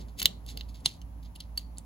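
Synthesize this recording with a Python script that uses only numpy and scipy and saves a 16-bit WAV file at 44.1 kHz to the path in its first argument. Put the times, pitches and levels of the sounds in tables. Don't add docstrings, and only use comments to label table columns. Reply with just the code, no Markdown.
import sys
import numpy as np
from scipy import signal
from scipy.fft import rfft, irfft, next_fast_len
from scipy.io import wavfile
from scipy.ndimage import map_coordinates

SR = 44100
rng = np.random.default_rng(int(sys.argv[2]) if len(sys.argv) > 2 else 0)


def transcribe(signal):
    frames = np.atleast_2d(signal).T
    limited = np.clip(frames, -1, 1)
    pcm = np.round(limited * 32767).astype(np.int16)
    wavfile.write(sys.argv[1], SR, pcm)


N = 81585

# frequency_hz, level_db
STRUCK_SHELL = [(60, -24), (200, -23), (600, -22), (1300, -22.5), (2100, -18), (2550, -15.5), (2850, 6),
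                (3800, -3), (4500, 5.5), (4900, -6.5), (6500, -11), (7800, -10), (8600, -11), (9800, -6.5),
                (11000, -11.5), (12300, -9.5), (13600, -12), (15500, -11), (17000, -46.5)]


def amp(db):
    return 10 ** (np.asarray(db) / 20)


def unit(x):
    return x / np.sqrt(np.mean(x ** 2) + 1e-20)


def along(points, hz):
    f, v = np.transpose(points)
    return np.interp(np.log(hz + 1), np.log(f + 1), v)


def wobble(rate):
    knots = rng.standard_normal(int(N * rate / SR) + 4)
    return map_coordinates(knots, [np.arange(N) * rate / SR])


def filtered(x, response):
    size = next_fast_len(N + SR // 2)
    spectrum = rfft(x, size) * response(np.fft.rfftfreq(size, 1 / SR))
    return irfft(spectrum, size)[..., :N]


def add(track, s, sound):
    part = track[round(s * SR):][:len(sound)]
    part += sound[:len(part)]


def fade(t, t60):
    return np.exp(-np.log(1000) * t / t60)


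def colour(spectrum, tone_db, size=2048):
    tone_points_hz = [1500, 2900, 6000, 9500, 13500]
    body_low_hz, body_high_hz = 3575, 4509
    hz = np.fft.rfftfreq(size, 1 / SR)
    tone = sorted([*zip(tone_points_hz, tone_db), (body_low_hz, 0), (body_high_hz, 0)])
    level_db = along(spectrum, hz) + along(tone, hz)
    cepstrum = irfft(np.log(amp(level_db)))
    cepstrum[1:size // 2] *= 2
    cepstrum[size // 2 + 1:] = 0
    response = irfft(np.exp(rfft(cepstrum)))
    return response / np.linalg.norm(response)


def blow(body, t60, ring_db):
    t = np.arange(SR // 8) / SR
    push = rng.standard_normal(len(t)) * fade(t, t60)
    push *= amp(ring_db) / np.linalg.norm(push)
    push[0] += 1
    hit = signal.fftconvolve(push, body)[:len(t)]
    return hit / np.linalg.norm(hit) * np.sqrt(SR / 1000)


def snaps():
    # start_s, level_db, thud_db (relative to level_db),
    # then relative tone_db at 1500, 2900, 6000, 9500 and 13500 Hz
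    snap_events = [(0.2569, -3.5, -44.5, 4, 2.2, 2.3, 1, 7),
                   (0.8596, -7, -30.5, -3.5, 1.9988, 1.65, 1.5, -10.5)]
    # frequency_hz, level_db (relative to the snap), t60_s
    holder_modes = [(550.8, -34.5, .03), (2885, -28.5, .025), (3496.6, -19, 0.043), (3760, -26, .035),
                    (4297.9, -33, 0.023), (6420, -32, .04), (7300, -30.5, 0.026)]
    crack_db, noise_t60_s, noise_ring_db = -3, 0.013, -2.5
    flex_s, flex_width_s, flex_hz, flex_db = 0.00069802, 0.00042, 3741.5, 1
    thud_hz, thud_peak_s = 142.5, 0.006

    out, t = np.zeros(N), np.arange(SR // 8) / SR
    flex_envelope = np.exp(-((t - flex_s) / flex_width_s) ** 2)
    flex = flex_envelope * np.sin(2 * np.pi * flex_hz * (t - flex_s))
    thud_envelope = t / thud_peak_s * np.exp(1 - t / thud_peak_s)
    thud = thud_envelope * np.sin(2 * np.pi * thud_hz * t)
    ring = sum(amp(mode_db) * np.sin(2 * np.pi * hz * t) * fade(t, t60)
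               for hz, mode_db, t60 in holder_modes)
    for s, db, thud_db, *tone_db in snap_events:
        crack = blow(colour(STRUCK_SHELL, tone_db), noise_t60_s, noise_ring_db)
        snap = amp(crack_db) * crack + amp(flex_db) * flex + ring + amp(thud_db) * thud
        add(out, s, amp(db) * snap)
    return out


def board():
    # start_s, pitch_hz, level_db, t60_s
    board_knocks = [(0.216, 996.9, -33.5, 0.01911), (.2568, 617.3, -28, 0.029345),
                    (0.8594, 962.6, -23.5, 0.019)]
    out, t = np.zeros(N), np.arange(SR // 8) / SR
    for s, hz, db, t60 in board_knocks:
        add(out, s, amp(db) * np.sin(2 * np.pi * hz * t) * fade(t, t60))
    return out


def ticks():
    # start_s, level_db, t60_s (of the driving noise),
    # then relative tone_db at 1500, 2900, 6000, 9500 and 13500 Hz
    tick_events = [(0.2173, -21.5, 0.01847, 22, 2, 12, 5, 0), (0.2291, -20, 0.0062, 14.5, 0, 10, 5, 24),
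                   (.464, -42, 0.013, -6, -8.5, 2, 6, 1.5),
                   (.5738, -28.5, 0.008413, 0, -4.5, -9.5, -8.5, -2.5),
                   (.6099, -30, 0.008455, 9, -0.5, -9, -15.5, -5),
                   (.7445, -48.5, .02, -5, -0.5, -5, -0.5, -3), (1.016, -44, 0.02883, 7, 8, 13, 0.5, 3),
                   (1.3592, -40, 0.015367, -7.5, 13, -4.5, 18, 0),
                   (1.4035, -34.5, 0.018, -12, -8, -4, -0.5, -4.5), (1.406, -37, 0.018, 4, -0.5, -2, 6, -3),
                   (1.575, -25, 0.034795, 13.5, 2.5, 3.5, 14.5, 8),
                   (1.7728, -48, 0.0057, 2, -14, 7.5, -2, -3.5), (1.7836, -31, 0.0035, 9, -16.5, 15, 19, 1)]
    out = np.zeros(N)
    for s, db, t60, *tone_db in tick_events:
        add(out, s, amp(db) * blow(colour(STRUCK_SHELL, tone_db), t60, ring_db=6.5))
    return out


def scrapes():
    # (relative, at 13500 Hz)
    slides = [(0.011, 0.027, 0.017, -54.5, -2, -9), (0.086, 0.0045, 0.01845, -60.5, 0, -3.5),
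              (0.2014, .0075, 0.004409, -26.5, 4.5, 2), (.227, 0.003302, 0.003, -29, -4, 9.5),
              (.254, 0.01071, .004, -36.5, -16, 0.5), (0.486, 0.006716, 0.014826, -45.5, 1, -4.5),
              (0.507, 0.018915, 0.018274, -47, 0, -2.5), (0.594, .025, 0.031, -54, -19.5, 0.5),
              (0.691, 0.0064, .02, -57, 2.5, -2), (0.751, 0.0075, 0.034, -56, -3, -3),
              (.805, 0.0032, .006, -58, 18.5, -10.5), (0.857, 0.0044, 0.00902, -30.5, 2.5, -14),
              (0.88, 0.011, .025, -44.5, -5, -5), (0.946, 0.036, 0.019, -59, 3.5, -8.5),
              (1.231, 0.003295, 0.00895, -57.5, -0.5, 6.5), (1.253, 0.00546, 0.015, -57.5, -10.5, -4),
              (1.359, .004, 0.0064, -48, 1, 3.5), (1.412, .015, .025, -56, -34.5, -8.5),
              (1.59, 0.013, 0.023953, -52, -1.5, 5), (1.784, 0.008593, 0.01188, -57.5, -5.5, -2)]
    # frequency_hz, level_db
    rubbed_shell = [(100, -24), (1500, -23), (2300, -12), (3000, -6), (3700, -4), (4150, -1), (4550, -3),
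                    (5000, -5), (5700, -12), (6700, -7.5), (8600, -16.5), (9800, -12.5), (12000, -11),
                    (13600, -18.5), (15200, -12.5), (17000, -48)]
    slips_per_s, noise_share = 1500, 0.75

    out, t = np.zeros(N), np.arange(N) / SR
    for s, rise, fall, db, treble_db, top_db in slides:
        slips = unit(rng.standard_normal(N) * (rng.random(N) < slips_per_s / SR))
        friction = slips + noise_share * rng.standard_normal(N)
        body = colour(rubbed_shell, (0, 0, 0, treble_db, top_db))
        rub = unit(signal.oaconvolve(friction, body)[:N])
        stroke = np.exp(-np.abs((t - s) / np.where(t < s, rise, fall)) ** 1.0976)
        out += amp(db) * stroke * rub
    return out


def spring():
    # start_s, pitch_hz, level_db
    twang_events = [(1.405, 4497, -36.5), (1.5767, 4483, -22.5)]
    swell_peak_s, swell_width_s = 0.0018, 0.004
    tail_t60_s, tail_db = 0.0334, -20
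    roughness_rad = 0.39

    out, t = np.zeros(N), np.arange(SR // 4) / SR
    swell = np.exp(-((t - swell_peak_s) / swell_width_s) ** 2)
    envelope = swell + amp(tail_db) * fade(t, tail_t60_s)
    for s, hz, db in twang_events:
        phase = 2 * np.pi * hz * t + roughness_rad * wobble(802.6)[:len(t)]
        add(out, s, amp(db) * envelope * np.sin(phase))
    return out


def hands():
    # frequency_hz, level_db
    rustle_spectrum = [(30, -8.5), (100, -3.5), (170, 0.5), (300, -8), (550, -11.5), (1200, -23.5),
                       (3000, -42.5)]
    # time_s, level_db
    rustle_course = [(0, -45), (0.129, -61), (.25, -45), (.4, -58.5), (.55, -52), (.78, -66), (.87, -47),
                     (.95, -73.5), (1.85, -70)]
    rustle = unit(filtered(rng.standard_normal(N), lambda hz: amp(along(rustle_spectrum, hz))))
    level_db = np.interp(np.arange(N) / SR, *np.transpose(rustle_course))
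    return rustle * amp(level_db + 1.5 * wobble(30))


def room(x):
    # frequency_hz, t60_s
    tail_decay = [(200, .25), (1500, 0.21), (3000, .19), (4300, 0.27), (7000, 0.25), (15000, 0.11)]
    # frequency_hz, level_db
    sent_colour = [(300, -9), (1200, 0), (2500, 1), (3200, 0), (4300, -1.5), (6500, -2), (14000, -5.5)]
    tail_db, bench_db, bench_t60_s = -21.5, -11, 0.052

    hz, t, bands = signal.stft(rng.standard_normal((2, SR // 2)), SR, nperseg=256)
    bands = bands * fade(t, along(tail_decay, hz)[:, None])
    tail = signal.istft(bands, SR, nperseg=256)[1]
    t = np.arange(tail.shape[1]) / SR
    early = rng.standard_normal(tail.shape) * fade(t, bench_t60_s)
    answer = amp(tail_db) * tail / np.linalg.norm(tail[0])
    answer += amp(bench_db) * early / np.linalg.norm(early[0])
    sent = filtered(x, lambda hz: amp(along(sent_colour, hz)))
    return signal.fftconvolve(sent[None], answer, axes=1)[:, :N]


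def hum():
    # time_s, level_db
    hum_course = [(0.0, -42.5), (0.164, -44.5), (0.2, -57.5), (0.246, -42), (0.282, -51), (0.328, -46),
                  (0.704, -39.5), (0.85, -53.5), (0.886, -48), (0.926, -68.5), (1.046, -38.5), (1.076, -45),
                  (1.298, -41.5), (1.328, -54), (1.52, -41.5), (1.612, -45), (1.73, -43), (1.85, -50.5)]
    # multiple, level_db
    odd_overtones = [(3, -62), (5, -71)]
    pitch_hz, waver_hz, left_db = 56.029, 0.46, -2.0721

    phase = 2 * np.pi * np.cumsum(pitch_hz + waver_hz * wobble(9.8)) / SR
    level_db = np.interp(np.arange(N) / SR, *np.transpose(hum_course))
    tone = amp(level_db) * np.sin(phase)
    for multiple, db in odd_overtones:
        tone += amp(db) * np.sin(round(multiple) * phase + wobble(5))
    return np.sqrt(2) * tone * amp([[left_db], [-left_db]])


def air():
    # frequency_hz, level_db
    air_spectrum = [(20, -17), (45, 2.5), (90, 6), (150, -5.5), (260, -4.5), (380, -20.5), (600, -15.5),
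                    (950, -15.5), (1400, -28.5), (2500, -32.5), (4500, -37.5), (7000, -38), (8600, -47),
                    (11000, -29.5), (13600, -46), (15200, -36.5)]
    # frequency_hz, correlation
    likeness = [(50, 0.93), (150, .85), (300, 0.8598), (600, 0), (1200, 0), (8000, 0)]

    def mid_and_side(hz):
        angle = np.arccos(np.clip(along(likeness, hz), -1, 1)) / 2
        return amp(along(air_spectrum, hz)) * [np.cos(angle), np.sin(angle)]

    mid, side = filtered(rng.standard_normal((2, N)), mid_and_side)
    return amp(-51) * unit(np.array([mid + side, mid - side]))


def scene():
    # frequency_hz, lead_rad
    left_lead = [(100, 0), (900, 2.5), (1640, 2), (2150, 0.1868), (2410, -2.5), (3700, -0.4251), (5340, 2),
                 (6890, -0.09), (12500, -8), (16000, -12)]
    left_db = -1.5
    holder = snaps() + board() + ticks() + scrapes() + spring() + hands()
    left = amp(left_db) * filtered(holder, lambda hz: np.exp(1j * along(left_lead, hz)))
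    return np.array([left, holder]) + room(holder) + hum() + air()


def record(dry):
    return filtered(np.clip(dry, -1, 1), lambda hz: hz < 16000)


dry = scene()
out = record(dry)
transcribe(out)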